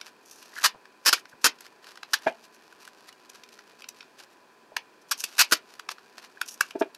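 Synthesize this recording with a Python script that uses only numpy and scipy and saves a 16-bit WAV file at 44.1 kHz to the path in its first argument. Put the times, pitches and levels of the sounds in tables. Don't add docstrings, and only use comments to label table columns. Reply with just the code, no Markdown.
import sys
import numpy as np
from scipy import signal
from scipy.fft import rfft, irfft, next_fast_len
from scipy.io import wavfile
from scipy.ndimage import map_coordinates

SR = 44100
rng = np.random.default_rng(int(sys.argv[2]) if len(sys.argv) > 2 else 0)


def dump_mix(stems):
    frames = np.atleast_2d(stems).T
    limited = np.clip(frames, -1, 1)
    pcm = np.round(limited * 32767).astype(np.int16)
    wavfile.write(sys.argv[1], SR, pcm)


N = 307377


def amp(db):
    return 10 ** (np.asarray(db) / 20)


def unit(x):
    return x / np.sqrt(np.mean(x ** 2) + 1e-20)


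def along(points, hz):
    freqs, values = np.transpose(points)
    return np.interp(np.log(hz + 1), np.log(freqs + 1), values)


def wobble(rate):
    knots = rng.standard_normal(int(N * rate / SR) + 4)
    return map_coordinates(knots, [np.arange(N) * rate / SR])


def coloured(x, gain_db):
    size = 2 * next_fast_len(len(x) // 2 + 2048)
    gain = amp(gain_db(np.fft.rfftfreq(size, 1 / SR)))
    cepstrum = irfft(np.log(gain + 1e-6), size)
    cepstrum[1:size // 2] *= 2
    cepstrum[size // 2 + 1:] = 0
    return irfft(rfft(x, size) * np.exp(rfft(cepstrum)), size)[:len(x)]


def add(track, start, sound):
    part = track[max(round(start * SR), 0):][:len(sound)]
    part += sound[:len(part)]


def clock(size=6000):
    return np.arange(size) / SR


def slips(rate, spread_db, size):
    chance, strength, side = rng.random(size), rng.standard_normal(size), rng.standard_normal(size)
    return unit((chance < rate / SR) * amp(spread_db * np.clip(strength, -2, 2)) * np.sign(side))


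# (frequency [Hz], T60 [s])
ROOM_DECAY = [(150, 0.077), (700, 0.17), (2500, 0.13), (5000, 0.1), (9000, 0.054), (15000, .08)]
# (frequency [Hz], gain [dB])
REFLECTION_SPECTRUM = [(200, 5), (900, 2), (1600, -13), (2100, 6), (2550, 4), (3300, 4), (5000, 2),
                       (9000, 4), (15000, -2.5)]
def office(x, wet_db):
    hz, t, noise = signal.stft(rng.standard_normal(SR // 4), SR, nperseg=128)
    decay = amp(along(REFLECTION_SPECTRUM, hz)[:, None] - 60 * t / along(ROOM_DECAY, hz)[:, None])
    tail = signal.istft(noise * decay, SR, nperseg=128)[1]
    tail = np.pad(tail, (int(0.004 * SR), 0))
    response = amp(wet_db) * tail / np.linalg.norm(tail)
    response[0] = 1
    return signal.fftconvolve(x, response)


# (frequency [Hz], gain [dB])
AIRFLOW_SPECTRUM = [(15, -70.5), (25, -37), (84, -28), (200, -12), (236, -7.5), (270, -10), (405, -9),
                    (714, -10), (1020, -9), (1290, -13.5), (1560, -12.5), (3160, -24.5), (5000, -24.5),
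                    (16000, -39)]
# (centre [Hz], width [Hz], gain [dB])
DUCT_BANDS = [(390, 180, 5), (1730, 500, 4), (2170, 590, -4.5), (2450, 450, 10), (3250, 500, 3.5),
              (4460, 1100, 4)]
def ventilation():
    ducts = lambda hz: sum(db * np.exp(-(2 * (hz - mid) / width) ** 2) for mid, width, db in DUCT_BANDS)
    air = unit(coloured(rng.standard_normal(N), lambda hz: along(AIRFLOW_SPECTRUM, hz) + ducts(hz)))
    fan_hz = 1005 + 14 * wobble(60)
    fan = np.sin(2 * np.pi * np.cumsum(fan_hz) / SR) * amp(2 * wobble(30))
    return amp(-58.5) * air + amp(-65.5) * fan


def voicing(hz, body_db, air_db):
    return along([(1700, body_db), (2700, 0.057), (5500, 0.0053), (8500, air_db)], hz)


def resonance(hz, ring_hz):
    half_width_hz = 90 + 0.04 * ring_hz
    return 7.5 / (1 + ((hz - ring_hz) / half_width_hz) ** 2)


# (frequency [Hz], gain [dB])
FRICTION_SPECTRUM = [(200, -33.5), (700, -4.5), (1200, -3), (1600, 0), (2100, -6), (2600, 3.5), (3400, -1),
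                     (4600, 3), (5900, -1), (8200, -8.5), (11800, -8.5), (14000, -15), (15700, -35.5)]
def handled_tape(hz, body_db, air_db):
    return along(FRICTION_SPECTRUM, hz) + voicing(hz, body_db, air_db)


# (time [s], amplitude factor [1])
HAND_ACTIVITY = [(0, 0.9), (0.9, 0.6), (1.9, 0.8), (2.6, 1.1), (4.1, 1.1), (4.4, 0.44), (5, 0.25),
                 (5.3, 0.98), (5.6, 0.64), (6.25, 1), (6.8, 1.2), (6.9, 0.6)]
def crinkle():
    clumps = amp(6 * np.tanh(wobble(6)))
    ticks = clumps * slips(rate=260, spread_db=4, size=N)
    activity = np.interp(np.arange(N) / SR, *np.transpose(HAND_ACTIVITY))
    crackle = coloured(ticks, lambda hz: handled_tape(hz, body_db=8, air_db=-1.5))
    return amp(-65) * activity * unit(office(crackle, wet_db=-12)[:N])


# (time [s], level [dB])
HAND_BUMPS = [(0.745, -43), (1.333, -51)]
def bumps():
    out, t = np.zeros(N), clock()
    spectrum = [(40, -18), (150, -6.5), (300, -14.5), (900, -4), (5000, -62)]
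    envelope = (1 - np.exp(-t / 0.0013)) * np.exp(-t / 0.011)
    for start, db in HAND_BUMPS:
        thud = unit(coloured(rng.standard_normal(len(t)), lambda hz: along(spectrum, hz)))
        add(out, start, amp(db) * envelope * thud)
    return out


# (time [s], duration [s], level [dB], tautness as treble gain [dB])
FINGER_STROKES = [(0.049, 0.051, -50.5, -1), (0.222, 0.24, -54.5, 10), (0.34, 0.2, -55.5, 1.5),
                  (0.524, 0.14, -48, 2.5), (1.163, 0.054, -48.5, 1.5), (1.277, 0.056, -63.5, 6),
                  (1.582, 0.11, -54, -2), (1.818, 0.14, -48.5, -2), (2.195, 0.13, -50.5, -1.5),
                  (2.414, 0.063, -57, 2), (2.532, 0.04, -60, 5.5), (2.781, 0.1, -58.5, 0.5),
                  (3.071, 0.027, -48, 0.5), (3.292, 0.016, -54.5, 5.5), (3.33, 0.065, -55, 0),
                  (3.515, 0.034, -54.5, 1.5), (3.782, 0.035, -54, -0.5), (3.946, 0.087, -58, 0),
                  (4.167, 0.079, -52.5, -0.5), (4.296, 0.047, -63, 0), (5.011, 0.02, -63.5, 10),
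                  (5.17, 0.069, -42.5, 10.5), (5.193, 0.32, -51.5, 1), (5.664, 0.13, -56, -0.5),
                  (5.886, 0.046, -42.5, -0.5), (6.172, 0.039, -48.5, -2.5), (6.212, 0.067, -49, -2.5),
                  (6.447, 0.12, -45, 12), (6.479, 0.016, -40.5, 7), (6.551, 0.19, -54.5, 1),
                  (6.79, 0.023, -44, 10)]
def rubbing():
    out, t = np.zeros(N), clock(size=15000)
    for start, length, db, taut_db in [*FINGER_STROKES, *slipping_grips()]:
        body_db = 5 - 1.3 * taut_db
        pressure = np.sin(np.pi * np.minimum(t / length, 1))
        uneven_grip = amp(4 * np.interp(t, np.linspace(0, t[-1], num=50), rng.standard_normal(50)))
        grains = slips(rate=5000, spread_db=3, size=len(t))
        crackles = slips(rate=250, spread_db=5, size=len(t))
        sing = lambda hz: 0.75 * max(6.5 - body_db, 0) * np.exp(-((hz - 5950) / 1000) ** 2)
        rasp = unit(coloured(grains + crackles, lambda hz: handled_tape(hz, body_db, taut_db) + sing(hz)))
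        add(out, start, office(amp(db) * pressure * uneven_grip * rasp, wet_db=-16.5))
    return out


# (time [s], relative level [dB], pitch [Hz])
TAPE_CREAKS = [(0.534, -46.5, 1760), (.566, -33, 1660), (0.578, -36, 1690), (.588, -31, 1600),
               (0.605, -37, 1620), (1.18, -37.5, 1700), (1.331, -44.5, 1490), (4.722, -41.5, 661),
               (6.375, -41.5, 1600)]
def creaks():
    out, t = np.zeros(N), clock(size=1000)
    swell = np.exp(-((t - t.mean()) / 0.0035) ** 2)
    for centre, db, pitch_hz in TAPE_CREAKS:
        narrow_band = lambda hz: -20 * np.log10(1 + ((hz - pitch_hz) / 130) ** 2)
        creak = swell * coloured(slips(rate=9500, spread_db=1, size=len(t)), narrow_band)
        add(out, centre - t.mean(), office(amp(db - 10) * unit(creak), wet_db=-7))
    return out


# (time [s], level [dB], cutoff [Hz], hollow ring [dB], loss per rock [dB])
ROLL_LANDINGS = [(2.2664, -13.5, 1240, -2, 5.5), (6.7543, -21, 610, 11.5, 32), (6.8127, -14, 880, 11, 10)]
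def contacts():
    rock_s, rim_cutoff_hz, rim_hollow_db = 0.0074, 2470, 2
    for start, db, cutoff_hz, hollow_db, loss_db in ROLL_LANDINGS:
        yield start - 0.0045, db - 16.5, cutoff_hz, hollow_db
        yield start, db, cutoff_hz, hollow_db
        for rock in range(1, 5):
            delay = (rock + 0.097 * rng.normal()) * rock_s
            yield start + delay, db - rock * loss_db, rim_cutoff_hz, rim_hollow_db


# (frequency [Hz], level [dB], T60 [s])
ROLL_MODES = [(244, -16.5, 0.0098), (389, -1, 0.023), (657, 1.5, 0.031), (876, -8, 0.066),
              (1395, -20.5, 0.057), (1514, -23, 0.12), (1643, -4, 0.037), (2410, -8, 0.045),
              (3730, -23, 0.014)]
def knocks():
    out, t = np.zeros(N), clock()
    onset = 1 - np.exp(-t / 0.001)
    for start, db, cutoff_hz, hollow_db in contacts():
        ring = sum(amp(level + rng.normal(0, 1) - 60 * t / t60) * np.sin(2 * np.pi * hz * t)
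                   for hz, level, t60 in ROLL_MODES)
        scuff = amp(8 - 60 * t / 0.026) * rng.standard_normal(len(t))
        radiation = [(40, -27), (130, -14), (230, 0.5), (330, 0.95 * hollow_db), (410, hollow_db),
                     (600, 2), (2800, 2.5), (4500, -5), (12000, -8.5)]
        response = lambda hz: along(radiation, hz) - 10 * np.log10(1 + (hz / cutoff_hz) ** 4)
        knock = coloured((ring + scuff) * onset, response)
        add(out, start, office(amp(db) * knock, wet_db=-15))
    return out


def flips():
    spacing_s, most, air_db = 0.05, 12, -11.5
    for start, length, db, taut_db in FINGER_STROKES:
        place, strength, pitch = rng.random(most), rng.standard_normal(most), rng.standard_normal(most)
        for k in range(np.clip(round(length / spacing_s), 1, most)):
            delay = min((k + place[k]) * spacing_s, length)
            flip_db = db + 5.5 - max(taut_db, 0) + 3.5 * strength[k]
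            ring_hz = 2130 * 2 ** (0.5 * pitch[k])
            yield start + delay, flip_db, air_db, ring_hz


# (frequency [Hz], gain [dB])
CREASE_SPECTRUM = [(100, -57), (550, -21), (1000, -2), (1550, 3.5), (2100, -6), (2600, -3), (3400, -8),
                   (5200, -5.5), (8000, -12), (12000, -13.5), (16000, -30)]
# (ring [Hz], body [dB])
FACET_BODY_GAIN = [(1450, 1), (1900, -0.5), (2500, -10.5), (5500, -12.5)]
# (ring [Hz], multiple of the strip's resonance peak [1])
FACET_CLARITY = [(1500, 0.6), (2000, 0.8), (2500, 1.7), (5500, 0.8)]
# (time [s], relative level [dB], relative air [dB], ring [Hz])
TAPE_SNAPS = [(0.0143, -25.5, -16.5, 2400), (0.587, -32, -3, 1800), (0.621, -28, -18, 1890),
              (0.856, -42, -17, 1750), (1.256, -38.5, -21, 1470), (1.6087, -35.5, 0.5, 2040),
              (1.666, -36.5, -13, 2020), (1.9756, -33, -18, 1770), (2.0323, -28, -20, 1850),
              (2.727, -44, -12, 1406), (2.8527, -36, -5, 2100), (2.878, -37, -5, 1460),
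              (3.0908, -35, -9, 2020), (3.128, -42.5, -7, 2940), (3.4378, -30, -21, 2510),
              (3.4907, -39.5, -10, 2490), (3.5911, -34, -21, 1960), (3.822, -35, -13, 2430),
              (3.8433, -29.5, -38, 2540), (3.8894, -25, -6.5, 5900), (4.0084, -28, -49, 2430),
              (4.0294, -41, -36, 1690), (4.768, -12, -16, 1916), (5.2405, -24.5, -11.5, 2590),
              (5.7969, -28, -9, 1918), (5.891, -19.5, -17, 1640), (5.9846, -39.5, -31, 1578),
              (6.4156, -17.5, -5.5, 1480), (6.6103, -8.5, -5, 1670), (6.7094, -27, -19, 2370),
              (6.949, -31.5, -6.5, 4400)]
def snaps():
    out, lead_s = np.zeros(N), 0.008
    t = clock(size=2400) - lead_s
    release = np.exp(-(t / 0.0021) ** 2)
    load_and_settle = 0.13 * np.exp(np.minimum(t, 0) / 0.001 - np.maximum(t, 0) / 0.005)
    for start, db, air_db, ring_hz in [*TAPE_SNAPS, *flips()]:
        burst = (release + load_and_settle) * slips(rate=42000, spread_db=9.5, size=len(t))
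        tilt = lambda hz: voicing(hz, along(FACET_BODY_GAIN, ring_hz), 0.74 * air_db + 5)
        facet = lambda hz: along(FACET_CLARITY, ring_hz) * resonance(hz, ring_hz)
        snap = coloured(burst, lambda hz: along(CREASE_SPECTRUM, hz) + tilt(hz) + facet(hz))
        add(out, start - lead_s, office(amp(db + 2.5) * snap, wet_db=-13))
    return out


# (time [s], duration [s],
# level [dB], body [dB], air [dB], low rumble [dB], ring of the strip [Hz], stretch [dB], recoil [dB])
TAPE_PULLS = [(0.639, 0.027, -16.5, -2.5, -3.5, -33.5, 1066, -16.5, -24.5),
              (1.06, 0.034, -16, 0, -1, -25.5, 5280, -16, -35.5),
              (1.1279, 0.0083, -14, -2.5, -2, -25.5, 1350, -26, -8.5),
              (1.442, 0.027, -15.5, -3, -1.5, -19, 1050, -36, -8),
              (2.1335, 0.011, -18.5, -3, -5.5, -39, 1680, -74, -36),
              (5.1113, 0.0115, -21.5, -2, 1.5, -43, 5560, -62, -8.5),
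              (5.238, 0.0052, -23.5, -13, 0.5, -27, 2400, -25, -19),
              (5.39, 0.026, -13.5, -0.5, 0, -40, 2540, -13.5, -3),
              (5.5209, 0.013, -14.5, -3, -1, -17.5, 1360, -16, -10)]
def pulls():
    stretch_s, recoil_s = 0.0095, 0.0066
    recoil_body_db, recoil_air_db, recoil_hz = -2.5, -7, 2400
    for start, length, db, body_db, air_db, rumble_db, ring_hz, stretch_db, recoil_db in TAPE_PULLS:
        yield start - stretch_s, stretch_s, db + stretch_db, body_db, air_db, rumble_db, ring_hz
        yield start, length, db, body_db, air_db, rumble_db, ring_hz
        yield start + length, recoil_s, db + recoil_db, recoil_body_db, recoil_air_db, rumble_db, recoil_hz


def slipping_grips():
    before_s, after_s, taut_db = 0.04, 0.06, 5
    for start, length, db, *_ in TAPE_PULLS:
        yield start - before_s, before_s + length + after_s, db - 35, taut_db


# (frequency [Hz], gain [dB])
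PEEL_SPECTRUM = [(100, -42), (300, -44.5), (600, -16.5), (1030, -3), (1550, 3), (1780, 2.5), (2070, -9),
                 (2520, -3.5), (3500, -6.5), (4700, -0.5), (6000, -3.5), (8700, -9.5), (12200, -8),
                 (15000, -20), (16000, -38.5)]
def rips():
    out, lead_s = np.zeros(N), 0.02
    t = clock() - lead_s
    give = (1 - np.exp(-np.maximum(t, 0) / 0.00034)) ** 2
    lead_in = 0.04 * np.exp(np.minimum(t, 0) / 0.0035)
    rumble_spectrum = [(30, -20.5), (130, -18), (330, 5), (600, 1), (950, -27.5), (2000, -50)]
    for start, length, db, body_db, air_db, rumble_db, ring_hz in pulls():
        envelope = np.maximum(give, lead_in) * np.exp(-np.maximum(t - length, 0) / 0.0028)
        threads = slips(rate=5000, spread_db=3, size=len(t))
        membrane = lambda hz: voicing(hz, body_db, air_db) + resonance(hz, ring_hz)
        strip = unit(coloured(threads, lambda hz: along(PEEL_SPECTRUM, hz) + membrane(hz)))
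        rumble = unit(coloured(rng.standard_normal(len(t)), lambda hz: along(rumble_spectrum, hz)))
        rip = envelope * (strip + amp(rumble_db) * rumble)
        add(out, start - lead_s, office(amp(db) * rip, wet_db=-12))
    return out


def scene():
    return (rips() + snaps() + creaks() + knocks() + bumps() + rubbing() + crinkle() + ventilation())[None]


def record(dry):
    ceiling, cutoff_hz = 0.6, 15700
    rounded = dry / (1 + np.abs(dry / ceiling) ** 6) ** (1 / 6)
    hz = np.fft.rfftfreq(N, 1 / SR)
    return irfft(rfft(rounded) / np.sqrt(1 + (hz / cutoff_hz) ** 160), N)


dry = scene()
out = record(dry)
dump_mix(out)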